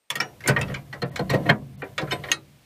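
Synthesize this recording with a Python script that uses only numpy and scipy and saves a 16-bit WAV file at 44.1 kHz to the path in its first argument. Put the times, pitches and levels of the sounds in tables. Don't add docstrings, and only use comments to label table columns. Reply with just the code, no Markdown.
import sys
import numpy as np
from scipy import signal
from scipy.fft import rfft, irfft
from scipy.io import wavfile
from scipy.ndimage import uniform_filter1d

SR = 44100
rng = np.random.default_rng(int(sys.argv[2]) if len(sys.argv) > 2 else 0)


def ratio(d):
    e = np.asarray(d, float) / 20
    return 10 ** e


def wrap_up_sound(samples):
    columns = np.atleast_2d(samples).T
    tamed = np.clip(columns, -1, 1)
    steps = np.round(tamed * 32767).astype(np.int16)
    wavfile.write(sys.argv[1], SR, steps)


N = 116865
RING_N = 16000
CHATTER_N = 4000
OPEN_S = .099
BRIGHT_SPLIT_HZ, DULL_SPLIT_HZ = 5750, 2320
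CLATTER_DB, CLEAR_DB = 5, -8
BOUNCE_S, GRIPPED_T60_S = 0.0024, 0.2

# hz, level_db, t60_s
PIN_MODES = [(2225, 1, 0.079), (2914, -10.5, 0.087), (5300, -13.5, 0.051), (6376, -5.5, 0.026),
             (7120, -2, 0.015), (8890, -10, 0.045), (10104, -4, 0.0043), (14300, -23, .045)]
# hz, level_db, t60_s
SHANK_MODES = [(1026, -28.5, .09), (1583, -27.5, 0.033), (2136, -4.5, 0.0067), (2670, -23, 0.023),
               (3116, -6.5, 0.026), (3774, -15, 0.034), (4210, -8, 0.033), (4580, -16, 0.014)]
# hz, level_db, t60_s
TUBE_MODE = (1874, -3, .075)
# hz, level_db, t60_s
BOOM_MODES = [(80, -15.5, 0.16), (112.4, -7, 0.21), (138.2, 7, 0.12), (189.3, -4.5, 0.25),
              (228.9, -15, 0.39), (266.6, -7.5, 0.098)]
# hz, level_db, t60_s
KNOCK_MODES = [(323, -8.5, 0.45), (384.6, -4, 0.24), (446.3, -2, 0.21), (504, 6.5, 0.059), (571, -3, 0.24),
               (619, -4, 0.12), (697.6, -1, 0.19), (788, -11.5, 0.11), (981.6, -4, 0.15)]


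def evened(x):
    return x / np.sqrt(np.mean(x ** 2) + 1e-20)


def peaked(x):
    return x / (abs(x).max() + 1e-12)


def filtered(x, order, cut_hz, kind):
    return signal.sosfilt(signal.butter(order, cut_hz, kind, fs=SR, output="sos"), x)


def read(points, hz):
    f, value = np.transpose(points)
    return np.interp(np.log(hz + 1), np.log(f + 1), value)


def add(mix, start_s, sound):
    part = mix[round(start_s * SR):][:len(sound)]
    part += sound[:len(part)]


def yard():
    # hz, level_db_per_hz
    air_spectrum = [(15, -30), (25, -10), (160, -7.5), (368, -8.5), (469, -5.5), (1410, -11), (2360, -8.5),
                    (13900, -22), (15500, 0)]
    air_db, shut_db = -60.5, -13.5
    insect_hz, insect_width_hz, insect_db = 8500, 220, -81.5
    hz = np.fft.rfftfreq(N, 1 / SR)
    shape = ratio(read(air_spectrum, hz)) * (hz < 15600)
    air = irfft(rfft(rng.standard_normal(N)) * shape, N)
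    above_2k = irfft(rfft(air) * (hz > 2000), N)
    band = 1 / (1 + ((hz - insect_hz) / insect_width_hz) ** 4)
    insect = evened(irfft(rfft(rng.standard_normal(N)) * band, N))
    shut = np.where(np.arange(N) < OPEN_S * SR, ratio(shut_db), 1)
    return shut * ratio(air_db) * air / above_2k.std() + ratio(insect_db) * insect


def ring(modes, chance, spread_db=0., size=RING_N):
    hz, db, t60_s = np.transpose(modes)[:, :, None]
    t = np.arange(size) / SR
    level_db = db + spread_db * chance[:len(modes), None] - 60 * t / np.maximum(t60_s, .01)
    return (ratio(level_db) * np.sin(2 * np.pi * hz * t)).sum(0)


def clatter(noise):
    # hz, level_db_per_hz
    spectrum = [(300, -18), (884, -10), (1910, -3.5), (4620, -13), (6000, -18.5), (15000, -28)]
    # hz, t60_s
    decay = [(300, 0.56), (1000, 0.19), (3000, 0.097), (8000, 0.079), (15000, 0.015)]
    hz, t, z = signal.stft(noise, SR, nperseg=128)
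    z = z * ratio(read(spectrum, hz)[:, None] - 60 * t / read(decay, hz)[:, None])
    return signal.istft(z, SR, nperseg=128)[1][:len(noise)]


def chatter(length_s, chance):
    u = np.arange(len(chance)) / (SR * max(length_s, 1e-4))
    return chance ** 3 * (u + 0.29) * np.exp(-2 * u)


def contact(blow, modes, chatter_s, clatter_db, split_hz, grip_t60_s, spread_db):
    level_db, treble_db, ring_hz, ring_db = blow
    treble_lift_db, crack_db, crack_t60_s = 10, -5.5, 0.039
    chance = rng.standard_normal(RING_N + CHATTER_N)
    t = np.arange(RING_N) / SR
    push = chatter(chatter_s, chance[RING_N:])
    energy = np.cumsum(push ** 2) / np.sum(push ** 2)
    build = np.interp(np.arange(RING_N), np.arange(CHATTER_N), np.sqrt(energy))

    crack = np.diff(chance[:RING_N + 1]) * ratio(crack_db - 60 * t / crack_t60_s) / 4
    rough = signal.fftconvolve(peaked(clatter(chance[:RING_N])) + crack, push)[:RING_N]
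    rough = peaked(rough * ratio(-60 * t / grip_t60_s))
    body = peaked(build * ring(modes + [TUBE_MODE], chance, spread_db)) + ratio(clatter_db) * rough

    treble = ratio(treble_db + treble_lift_db) * filtered(body, 3, split_hz, "high")
    body = filtered(body, 3, split_hz, "low") + treble
    ring_t60_s = 0.085 * TUBE_MODE[0] / ring_hz
    favoured = ring([(ring_hz, ring_db, ring_t60_s)], chance)
    return ratio(level_db) * peaked(peaked(body) + build * favoured)


def contacts(rows, modes, chatter_s, clatter_db, split_hz, grip_t60_s=18.0, spread_db=6):
    out = np.zeros(N)
    for start_s, *blow in rows:
        add(out, start_s, contact(blow, modes, chatter_s, clatter_db, split_hz, grip_t60_s, spread_db))
    return out


def pin_taps():
    # start_s, level_db, treble_db, ring_hz, ring_db
    taps = [(.102, -11.5, -3.5, 3430, -3), (.154, -15.5, -4.5, 1872, -3), (.4735, -21, -10, 7250, -15),
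            (.6124, -14.5, -11, 2620, -4), (.7415, -19.5, -28, 1605, -13), (1.1588, -18, -8, 2470, -13.5),
            (1.979, -15, -16, 1874, -9), (2.0144, -28, -13, 5220, -17)]
    return contacts(taps, PIN_MODES, 0.0022, CLATTER_DB, BRIGHT_SPLIT_HZ)


def scrape():
    # time_s, scrape_db, rumble_db
    slide = [(0.102, -51.5, -67), (.4, -60, -49.5), (0.472, -37, -44), (.53, -48, -26.5),
             (0.721, -43, -31.5), (.85, -59, -45), (1.15, -52, -39.5), (1.35, -49.5, -31.5),
             (1.48, -40.5, -39), (1.6, -66, -40.5), (1.77, -66, -41.5), (1.8, -49, -44), (1.95, -55, -46),
             (2.1, -43.5, -38), (2.219, -48, -41.5), (2.311, -34.5, -45.5), (2.339, -81, -49),
             (2.65, -74, -57.5)]
    grit_per_s, grit_spread_db = 740, 1.5
    hiss_db, hiss_share = -63.5, 0.52
    time_s, scrape_db, rumble_db = np.transpose(slide)
    t, even = np.arange(N) / SR, np.zeros(20)
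    grit = ratio(grit_spread_db * np.minimum(rng.exponential(1, N), 4))
    grit = grit * (rng.random(N) < grit_per_s / SR) * rng.choice([-1., 1.], N)

    steel = peaked(ring(SHANK_MODES + [TUBE_MODE], even))
    steel = steel + ratio(24.0) * peaked(clatter(rng.standard_normal(RING_N)))
    steel = steel + ratio(32.5) * peaked(ring(KNOCK_MODES, even))
    out = np.zeros(N)
    for body, level_db in ((steel, scrape_db), (ring(BOOM_MODES, even), rumble_db)):
        scale = np.std(signal.fftconvolve(grit, body)[:N])
        pressed = grit * ratio(np.interp(t, time_s, level_db, left=-140))
        out += signal.fftconvolve(pressed, body)[:N] / scale

    hiss = np.diff(rng.standard_normal(N + 1)) * (t > OPEN_S)
    swing_db = np.interp(t, time_s, scrape_db) - np.mean(scrape_db)
    return out + hiss * ratio(hiss_db + hiss_share * swing_db)


def thuds():
    # start_s, boom_db, knock_db
    knocks = [(0.105, -36.5, -66), (0.158, -30.5, -30), (0.208, -31, -26.5), (0.454, -25.5, -26.5),
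              (0.485, -5.5, -10.5), (.574, -52, -23.5), (0.609, -15.5, -27.5), (0.699, -22.5, -27),
              (0.76, -39, -40), (0.811, -34, -55), (.94, -61, -35.5), (1.023, -13.5, -18.5),
              (1.129, -46, -38), (1.194, -14.5, -17.5), (1.301, -14.5, -20.5), (1.334, -6, -11.5),
              (1.387, -19, -26.5), (1.455, -17, -17.5), (1.491, -6.5, -11), (1.613, -28, -39.5),
              (1.824, -44, -23), (1.986, -56, -22), (2.019, -17.5, -17.5), (2.12, -41, -19.5)]
    shove_s, lag_s, rise_s, build_s = 0.0041, 0.006, 0.0031, 0.021
    detune = 0.044
    swell = 1 - np.exp(-np.arange(RING_N) / SR / rise_s)
    shove = np.r_[np.zeros(round(lag_s * SR)), np.hanning(round(shove_s * SR))]
    crowded = KNOCK_MODES * 3
    out = np.zeros(N)
    for start_s, boom_db, knock_db in knocks:
        chance = rng.standard_normal(CHATTER_N)
        boom = (BOOM_MODES, boom_db, shove, swell)
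        knock = (crowded, knock_db, chatter(build_s, chance), 1)
        for modes, level_db, push, rise in (boom, knock):
            moved = [(hz * (1 + detune * c), db, t60_s) for (hz, db, t60_s), c in zip(modes, chance[::-1])]
            sound = signal.fftconvolve(rise * ring(moved, chance, 2.0), push)
            add(out, start_s, ratio(level_db) * peaked(sound))
    return out


def rim_taps():
    # start_s, level_db, treble_db, ring_hz, ring_db
    taps = [(.2016, -8.5, -12.5, 5360, -3), (.4044, -31.5, -11, 2170, -16.5), (.439, -27.5, -22.5, 2100, 7),
            (.46, -19.5, -41, 2156, 1), (.5889, -24.5, -2, 1916, 8), (.6791, -32.5, -25, 3400, -18)]
    # hz, level_db, t60_s
    rim_modes = [(1220, -34, 0.05), (1687, -13, 0.096), (2330, 0.5, 0.071), (2630, -17, 0.12),
                 (2900, -15, 0.13), (3530, -35, 0.13), (5704, -20, 0.2), (6600, -28.5, 0.16)]
    return contacts(taps, rim_modes, 0.0022, CLATTER_DB, BRIGHT_SPLIT_HZ)


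def pin_skids():
    # start_s, level_db, treble_db, ring_hz, ring_db
    skids = [
        (.475, -10.5, 22, 7250, -5.5),
        (2.102, -35, -26, 2520, -5.5),
        (2.109, -18.5, -19, 3005, 4),
        (2.3145, -15.5, -6, 2814, -2.5),
    ]
    return contacts(skids, PIN_MODES, 0.009, CLATTER_DB, BRIGHT_SPLIT_HZ)


def shank_grinds():
    # start_s, level_db, treble_db, ring_hz, ring_db
    grinds = [
        (.478, -10.5, -41, 1523, -2),
        (1.331, -22.5, -6.5, 1900, 4),
        (1.457, -23, -17, 3970, -14),
        (1.487, -14, -25, 1970, -11),
    ]
    return contacts(grinds, SHANK_MODES, 0.014, CLATTER_DB, DULL_SPLIT_HZ)


def shank_hits():
    # start_s, level_db, treble_db, ring_hz, ring_db
    hits = [(.5635, -10.5, -35, 1873, 3), (.6992, -29, -29, 1880, 2), (.9277, -23.5, -17, 1934, 0),
            (1.019, -20, -16, 4210, 2), (1.1194, -46.5, -12, 1880, 16), (1.1915, -22.5, -13.5, 4210, 0),
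            (1.298, -16.5, -11.5, 1873, 2), (1.820, -23, -37, 2407, -7.5), (2.074, -31, -29, 1900, -17),
            (2.2368, -23.5, -21, 3850, -15.5)]
    return contacts(hits, SHANK_MODES, 0.0054, CLATTER_DB, DULL_SPLIT_HZ)


def shank_bounces():
    # start_s, level_db, treble_db, ring_hz, ring_db
    bounces = [(1.0255, -21.5, -26, 4210, 6.5), (1.2948, -23, -19.5, 4226, 1),
               (1.4925, -5.5, -35, 1575, -12), (1.497, -6, -22, 3190, -10), (1.834, -33, -28, 2380, 5),
               (2.249, -32.5, -23, 1894, 3), (2.286, -27, -25, 3120, -7), (.629, -24.5, -14, 2620, 9)]
    return contacts(bounces, SHANK_MODES, BOUNCE_S, -1, DULL_SPLIT_HZ, GRIPPED_T60_S)


def frame_thumps():
    # start_s, level_db, treble_db, ring_hz, ring_db
    thumps = [
        (1.194, -18, -23, 1874, -19),
        (1.3365, -15.5, -21, 1927, -19),
        (1.344, -15.5, -19, 1867, -21),
        (1.827, -32.5, -22, 1910, -15),
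    ]
    # hz, level_db, t60_s
    thump_modes = [(325, -7, 0.051), (484, 6.5, 0.068), (553, 0, 0.056), (713, -3.5, 0.049)]
    return contacts(thumps, thump_modes, BOUNCE_S, CLEAR_DB, DULL_SPLIT_HZ, GRIPPED_T60_S, 0.83)


def pin_rattles():
    # start_s, level_db, treble_db, ring_hz, ring_db
    rattles = [
        (2.1175, -13.5, -16, 5330, -2.5),
        (2.138, -34, -10, 2360, -4),
    ]
    # hz, level_db, t60_s
    loose_modes = [(1012, -8, .15), (1534, -2, .06), (2148, -5, .08), (2315, -8, .08), (2541, -8, .08),
                   (3031, -6, .08), (3677, -6, .08), (4204, -9, .08), (5335, -9, .06), (7730, -17, .11),
                   (8344, -25, .2), (8990, -15, .09), (11300, -16, .11)]
    return contacts(rattles, loose_modes, .012, CLEAR_DB, BRIGHT_SPLIT_HZ, spread_db=2.5)


def seat_click():
    # start_s, level_db, treble_db, ring_hz, ring_db
    clicks = [
        (2.3162, 0., -11.5, 6506, -4.8),
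    ]
    # hz, level_db, t60_s
    seat_modes = [(1529, -20, .12), (2568, -13, .11), (2800, 5, .018), (3219, -11, .07), (3844, -15, .12),
                  (4086, -16, .13), (4398, -15, .1), (5039, -20, .09), (5938, -18, .085), (6551, -19, .09),
                  (7590, -23, .1), (8834, -22, .1), (10500, -23, .09), (11000, -29, .1)]
    click = contacts(clicks, seat_modes, 0.0015, 4, BRIGHT_SPLIT_HZ, grip_t60_s=0.02, spread_db=0.83)
    return filtered(click, 2, 1660, "high")


def scene():
    steel = pin_taps() + thuds() + rim_taps() + shank_grinds() + shank_hits() + pin_rattles()
    mix = yard() + scrape() + filtered(steel, 3, 159.7, "high")
    mix = mix + pin_skids() + shank_bounces() + frame_thumps() + seat_click()
    return mix[None]


def ducked(x):
    duck_from_db, duck_share, recover_db_per_s = -19, 0.12, 5
    power = uniform_filter1d(x[0] ** 2, size=1500, origin=749)
    power_db = 10 * np.log10(abs(power) + 1e-12)
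    fall_db = np.arange(N) * recover_db_per_s / SR
    held_db = np.maximum.accumulate(power_db + fall_db) - fall_db
    over_db = np.maximum(held_db - duck_from_db, 0)
    return x / ratio(duck_share * uniform_filter1d(over_db, size=600, origin=299))


def treble_dropouts(x):
    # centre_s, length_s, above_hz
    dropouts = [
        (1.043, .026, 5300),
        (1.107, .022, 4600),
        (1.768, .022, 4500),
        (1.832, .02, 4600),
    ]
    t, out = np.arange(N) / SR, x
    for centre_s, length_s, above_hz in dropouts:
        highpass = signal.butter(6, above_hz, "high", fs=SR, output="sos")
        gate = np.clip(2 - 4 * abs(t - centre_s) / length_s, 0, 1)
        out = out - signal.sosfiltfilt(highpass, x) * gate
    return out


def top_cut(x):
    return signal.sosfilt(signal.butter(12, 15870, fs=SR, output="sos"), x)


def record(dry):
    x = ducked(dry)
    x = signal.sosfilt(signal.cheby2(12, 34, 15100, fs=SR, output="sos"), x)
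    x = filtered(x, 2, 62, "high")
    return top_cut(np.clip(treble_dropouts(x), -1, 1))


dry = scene()
out = record(dry)
wrap_up_sound(out)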